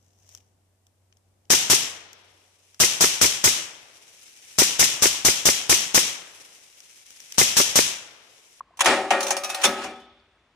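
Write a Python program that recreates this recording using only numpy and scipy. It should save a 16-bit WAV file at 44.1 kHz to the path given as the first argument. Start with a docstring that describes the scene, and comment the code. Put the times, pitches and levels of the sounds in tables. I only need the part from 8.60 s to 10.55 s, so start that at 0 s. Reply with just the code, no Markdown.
"""A light tap, then a steel scrape and slam: a heavy machine gun on a tripod is cocked by hand.
A few metres away, the bolt slides back, the action clanks, belt links click and the bolt runs home.
Sliding steel catches in tiny contacts and squeals; each blow rings the receiver and shakes the mount.
Loose parts chatter, and the trees return a faint tail over still outdoor air."""
import sys
import numpy as np
from scipy import signal
from scipy.fft import rfft, irfft, next_fast_len
from scipy.io import wavfile

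SR = 44100
rng = np.random.default_rng(int(sys.argv[2]) if len(sys.argv) > 2 else 0)


def put_to_file(sound):
    """Save the sound as 16-bit audio at rate SR, in the file named by the first command-line argument."""
    columns = np.atleast_2d(sound).T  # one column per channel
    safe = np.clip(columns, -1, 1)
    whole_steps = np.round(safe * 32767)
    wavfile.write(sys.argv[1], SR, whole_steps.astype(np.int16))


N = 85995
T = np.arange(N) / SR
T60_EXPONENT = -0.23  # higher modes die sooner


def amp(db):
    """Decibels to gain."""
    return 10 ** (np.asarray(db) / 20)


def lookup(table, hz):
    """Table value, interpolated along log frequency."""
    table_hz, value = np.transpose(table)
    return np.interp(np.log(hz + 1), np.log(table_hz), value)


def unit_rms(x):
    """Scales to rms 1."""
    return x / np.sqrt(np.mean(x ** 2) + 1e-20)


def add(mix, start_s, sound):
    """Mixes a sound in at start_s."""
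    part = mix[:, max(round(start_s * SR), 0):][:, :sound.shape[-1]]
    part += sound[..., :part.shape[1]]


def decay(t60_s, t=T):
    """Exponential fall, 60 dB in t60_s."""
    return np.exp(-np.log(1000) * t / t60_s)


def damp(x, t60_table):
    """Decays each band at its own rate."""
    hz, t, bands = signal.stft(x, SR, nperseg=256)
    bands = bands * decay(lookup(t60_table, hz)[:, None], t)
    return signal.istft(bands, SR, nperseg=256)[1][:, :N]


# Stereo balance (frequency [Hz], left minus right [dB])
BALANCE_DB = [(350, 1), (700, 4), (1800, 0.5)]
def pan(hz):
    """Left and right gains."""
    return amp(np.array([[.5], [-.5]]) * lookup(BALANCE_DB, hz))


# Left-right likeness (frequency [Hz], coherence before clipping [ratio])
COHERENCE = [(1400, 1.57), (2800, -0.0247), (6500, 0.59), (9500, 0), (12000, -1.23)]
def noise(spectrum, envelope=1, top_hz=13500, rolloff_db_per_hz=.008):
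    """Countless close modes: enveloped stereo noise through a filter of unit rms gain."""
    size = 2 * next_fast_len(N // 2 + SR // 20)
    hz = np.fft.rfftfreq(size, 1 / SR)
    a, b = rfft(rng.standard_normal((2, N)) * envelope, size)
    coherence = np.clip(lookup(COHERENCE, hz), -.95, .998)
    mid, side = a * np.sqrt((1 + coherence) / 2), b * np.sqrt((1 - coherence) / 2)
    gain = unit_rms(amp(lookup(spectrum, hz) - rolloff_db_per_hz * np.maximum(hz - top_hz, 0)))
    cepstrum = irfft(np.log(gain))[:size // 2]
    cepstrum[1:] *= 2  # minimum phase keeps attacks sharp
    response = np.exp(rfft(cepstrum, size))
    return irfft(np.array([mid + side, mid - side]) * pan(hz) * response)[:, :N]


def contacts(envelope, per_s, spectrum, t60_s, parts=6):
    """Uneven little impacts, shared among several ringing parts."""
    elapsed_hits = np.cumsum(rng.exponential(1, N // 64 + 1).repeat(64)[:N]) * per_s / SR
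    is_hit = np.diff(np.floor(elapsed_hits), prepend=0) > 0
    hits = unit_rms(is_hit * rng.choice([-1, 1], N)) * envelope
    struck_part = rng.integers(0, parts, N)
    out = np.zeros((2, N))
    for part in range(parts):
        ring = noise(spectrum, decay(t60_s))
        ring /= np.linalg.norm(ring[0])
        out += signal.fftconvolve((hits * (struck_part == part))[None], ring, axes=1)[:, :N]
    return out


# Air spectrum (frequency [Hz], relative level [dB])
AIR_SPECTRUM = [(20, -37.5), (56, -9.5), (150, -18.5), (2500, -24), (10000, -45.5)]
def air(level_db=-66):
    """Still outdoor air: a faint, low hush."""
    return amp(level_db) * noise(AIR_SPECTRUM)


# Decay among the trees (frequency [Hz], T60 [s])
WOODS_T60_S = [(150, 0.85), (4000, 1.225), (9000, 0.25)]
def woods(source, level_db=-27, build_s=0.09):
    """Trunks and branches scatter a thin, long tail."""
    tail = damp(noise([(3500, -4.5), (12000, -8.5)]), WOODS_T60_S) * np.minimum(T / build_s, 1)
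    tail /= np.linalg.norm(tail[0])
    return amp(level_db) * signal.fftconvolve(source[:1], tail, axes=1)[:, :N]


# Shaking of loose parts (time [s], level [dB])
SHAKE_DB = [(.19, -60), (.205, -30), (.256, -29), (.3, -24), (.45, -39), (.74, -38), (.82, -54), (.9, -41),
            (1.04, -35), (1.255, -35), (1.3, -47), (1.46, -68)]
def chatter(hits_per_s=260, ring_db=-1.5):
    """Belt, box and mount rattle and ring the receiver, first with the bolt back, then home."""
    times_s, db = np.transpose(SHAKE_DB)
    shake = amp(np.interp(T, times_s, db)) * (T > times_s[0]) * (T < times_s[-1])
    rattle = contacts(shake, hits_per_s, CLANG_SPECTRUM, t60_s=0.11)
    is_home = T > BOLT_SLIDES[-1][0]
    ring = np.zeros((2, N))
    for home in (0, 1):
        modes = receiver(home) * decay(t60_s=0.37)
        ring += signal.fftconvolve(rattle[:1] * (is_home == home), modes, axes=1)[:, :N]
    return rattle + amp(ring_db) * rattle.std() * unit_rms(ring)


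# Knocked handle and catches (time [s], pitch [Hz], level [dB])
CATCH_RINGS = [(0.8373, 2566, -37.5), (0.8338, 1230, -34), (0.9, 2570, -34.5), (1.238, 4500, -50.5),
               (1.237, 5626, -51), (1.399, 3040, -56)]
def catches(t60_1khz_s=0.53):
    """Handle and catches ring on, each at its own pitch."""
    out = np.zeros((2, N))
    for start_s, hz, db in CATCH_RINGS:
        t60_s = t60_1khz_s * (hz / 1000) ** T60_EXPONENT
        add(out, start_s, pan(hz) * amp(db) * np.sin(2 * np.pi * hz * T) * decay(t60_s))
    return out


# Taps and ticks (time [s], pitch [Hz], relative level [dB])
LIGHT_TAPS = [(0.007, 1088, -21.5), (0.1065, 700, -49), (0.138, 1020, -46), (0.192, 990, -22),
              (0.2089, 1015, -9), (1.601, 4700, -52)]
def taps(rise_cycles=1.62, t60_cycles=17.4):
    """Notes that die within a few cycles: hollow when low, a tick when high."""
    out = np.zeros((2, N))
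    for start_s, hz, db in LIGHT_TAPS:
        envelope = (1 - np.exp(-hz * T / rise_cycles)) * decay(t60_cycles / hz)
        add(out, start_s, 2 * amp(db) * np.sin(2 * np.pi * hz * T) * envelope)
    return out


# Link spectrum (frequency [Hz], relative level [dB])
LINK_SPECTRUM = [(200, -36.5), (750, 3.5), (1500, -7), (2600, -1), (4600, -6), (5900, 0.5), (7700, -10.5),
                 (10000, -4.5), (13500, -4)]
# Belt links and small catches (time [s], relative level [dB])
LINK_CLICKS = [(0.171, -46), (0.2454, -22), (0.6053, -23.5), (0.6282, -23.5), (0.6665, -25), (0.6801, -28),
               (0.7663, -23.5), (0.8357, -26.5), (0.844, -26.5), (0.893, -31.5), (0.8993, -25.5),
               (0.945, -24.5), (1.016, -29), (1.0512, -14), (1.238, -38.5), (1.398, -58)]
def links(rise_s=0.0014, tail_db=-9.5, body_db=-18.5, ping_db=-5.5, ping_range_hz=(3480, 9390), modes=6):
    """Small steel parts snap; each pings in its own modes and faintly rings the receiver."""
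    rings, snap_power = np.zeros((2, N)), np.zeros((1, N))
    body = amp(body_db) * receiver(home=0)
    snap = decay(t60_s=0.0067) + decay(t60_s=0.05) + amp(tail_db) * decay(t60_s=0.28)
    snap *= 1 - np.exp(-T / rise_s)
    t = T[:SR // 4]
    ping_envelope = decay(t60_s=0.11, t=t) * (1 - np.exp(-t / rise_s))
    for start_s, db in LINK_CLICKS:
        add(snap_power, start_s, (amp(db) * snap) ** 2)
        add(rings, start_s, amp(db) * body)
        for hz in rng.uniform(*ping_range_hz, modes):
            ping = np.sin(2 * np.pi * (hz * t + rng.random((2, 1)))) * ping_envelope
            add(rings, start_s, amp(db + ping_db + lookup(LINK_SPECTRUM, hz)) * ping)
    return noise(LINK_SPECTRUM, np.sqrt(snap_power)) + rings


# Scrape spectrum (frequency [Hz], relative level [dB])
SCRAPE_SPECTRUM = [(170, -27.5), (1000, -3.5), (3200, 6), (4700, -11.5), (6300, 3.5), (7700, -7),
                   (10200, -2), (13500, -13.5)]
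# Steel on steel (time [s], length [s], mid-slide level [dB], swell [dB], squeal [dB])
BOLT_SLIDES = [(0.1905, .016, -28, 3, -48), (0.2065, .014, -17, -2, -34), (1.029, .011, -24, 12, -36),
               (1.0392, .009, -15, 1, -20), (1.052, .008, -18, -3, -13)]
def slides(release_s=0.0032, squeal_hz=3440, spread_hz=37, tones=12, tail_db=-33.5):
    """Sliding steel catches in dense tiny contacts and squeals in a rough cluster of close tones."""
    friction, squeal = np.zeros((1, N)), np.zeros((2, N))
    for start_s, length_s, db, swell_db, squeal_db in BOLT_SLIDES:
        progress = np.minimum(T / length_s, 1)
        after_s = np.maximum(T - length_s, 0)
        add(friction, start_s, amp(db + swell_db * (progress - 0.5)) * np.exp(-after_s / release_s))
        ring = decay(t60_s=.07, t=after_s) + amp(tail_db) * decay(t60_s=1.24, t=after_s)
        cluster = np.zeros((2, N))
        for hz in squeal_hz + spread_hz * rng.uniform(-0.68, 1, tones):
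            phase = rng.random() + .5 * rng.random((2, 1))
            cluster += np.sin(2 * np.pi * (hz * T + phase)) / np.sqrt(tones)
        add(squeal, start_s, amp(squeal_db) * cluster * progress * ring)
    return contacts(friction[0], per_s=2100, spectrum=SCRAPE_SPECTRUM, t60_s=0.019) + squeal


# Receiver and mount modes (frequency [Hz], level with bolt back [dB], level with bolt home [dB])
RECEIVER_MODES = [(206, -19.5, -12.5), (243, -23.5, -7.5), (379, -7.5, -4), (392.5, -12.5, -1),
                  (538, -4, -16.5), (566, -2, -17.5), (587, -12.5, -6.5), (625, -12, -12.5),
                  (758.6, -6.5, -13), (759.7, -5.5, -3), (874.7, -5, -9.5), (1166, -6, -21.5),
                  (1280, -5, 0.5), (1422, -8, -20.5), (1699, -8.5, -15), (1867, -1.5, -23),
                  (2073, -15.5, -11), (2363, -8.5, -10), (2434, -5.5, -19.5)]
def receiver(home, t60_1khz_s=0.55, rise_s=0.012):
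    """The gun's clear modes; their mix follows the bolt position (0 back, 1 home)."""
    out = np.zeros((2, N))
    for hz, back_db, home_db in RECEIVER_MODES:
        t60_s = t60_1khz_s * (hz / 1000) ** T60_EXPONENT
        gain = (1 - home) * amp(back_db) + home * amp(home_db)
        out += pan(hz) * gain * decay(t60_s) * np.sin(2 * np.pi * (hz * T + rng.random()))
    return out * (1 - np.exp(-T / rise_s))


# Spectra of a blow's layers (frequency [Hz], relative level [dB])
CRACK_SPECTRUM = [(200, -31.5), (700, -5.5), (3400, -8.5), (4500, -8.5), (6200, 2), (7800, -7),
                  (10300, -5.5), (13500, -11)]
KNOCK_SPECTRUM = [(150, -48.5), (560, -8), (800, 5), (1050, -17.5), (2800, -12), (6000, -50)]
CLANG_SPECTRUM = [(60, -44), (170, -30.5), (330, -0.5), (450, -10), (560, -2), (800, 4.5), (980, -3),
                  (2600, -1.5), (4400, -10.5), (10000, -16.5), (13500, -26.5)]
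THUD_SPECTRUM = [(25, -33.5), (55, -11), (165, -10), (215, -0.5), (370, 2.5), (2000, -47.5)]
# Clang decay (frequency [Hz], T60 [s])
CLANG_T60_S = [(200, 0.94), (2000, 0.42), (12000, 0.37)]
# Blows of the action (time [s], crack [dB], knock [dB], clang [dB], clang treble offset [dB],
# receiver ring [dB], mount thud [dB], bolt home [0-1])
ACTION_BLOWS = [(0.2584, -17, -25, -13.5, 1, -19.5, -26, 0.29),
                (0.506, -23.5, -9.5, -20.5, -3, -21.5, -39.5, 0),
                (0.7063, -16, -20, -32.5, -1.5, -32.5, -73, 0),
                (1.041, -19, -24, -25, -1.5, -27, -33.5, 0.92),
                (1.242, -37, -35, -37, -22, -42.5, -40.5, 1)]
def blows(treble_hz=3300, thud_rise_s=0.016):
    """Each blow cracks, knocks, sets the steel clanging and shakes the mount."""
    out = np.zeros((2, N))
    thud_envelope = decay(t60_s=0.48) * np.minimum(T / thud_rise_s, 1) ** 2
    for start_s, crack_db, knock_db, clang_db, treble_db, ring_db, thud_db, home in ACTION_BLOWS:
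        crack = amp(crack_db) * noise(CRACK_SPECTRUM, decay(t60_s=0.1))
        knock = amp(knock_db) * noise(KNOCK_SPECTRUM, decay(t60_s=0.092))
        spectrum = [(hz, db + treble_db * (hz > treble_hz)) for hz, db in CLANG_SPECTRUM]
        clang = amp(clang_db) * damp(noise(spectrum), CLANG_T60_S)
        ring = amp(ring_db) * receiver(home)
        thud = amp(thud_db) * noise(THUD_SPECTRUM, thud_envelope)
        add(out, start_s, crack + knock + clang + ring + thud)
    return out


def scene():
    """The gun, its tail from the trees and the outdoor air."""
    gun = blows() + slides() + links() + taps() + catches() + chatter()
    return gun + woods(gun) + air()


def record(dry):
    """Full-scale clip, then a 16.5 kHz low-pass."""
    lowpass = signal.firwin(511, 16500, window=("kaiser", 9), fs=SR)
    return signal.oaconvolve(np.clip(dry, -1, 1), lowpass[None], "same")


dry = scene()
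out = record(dry)
put_to_file(out)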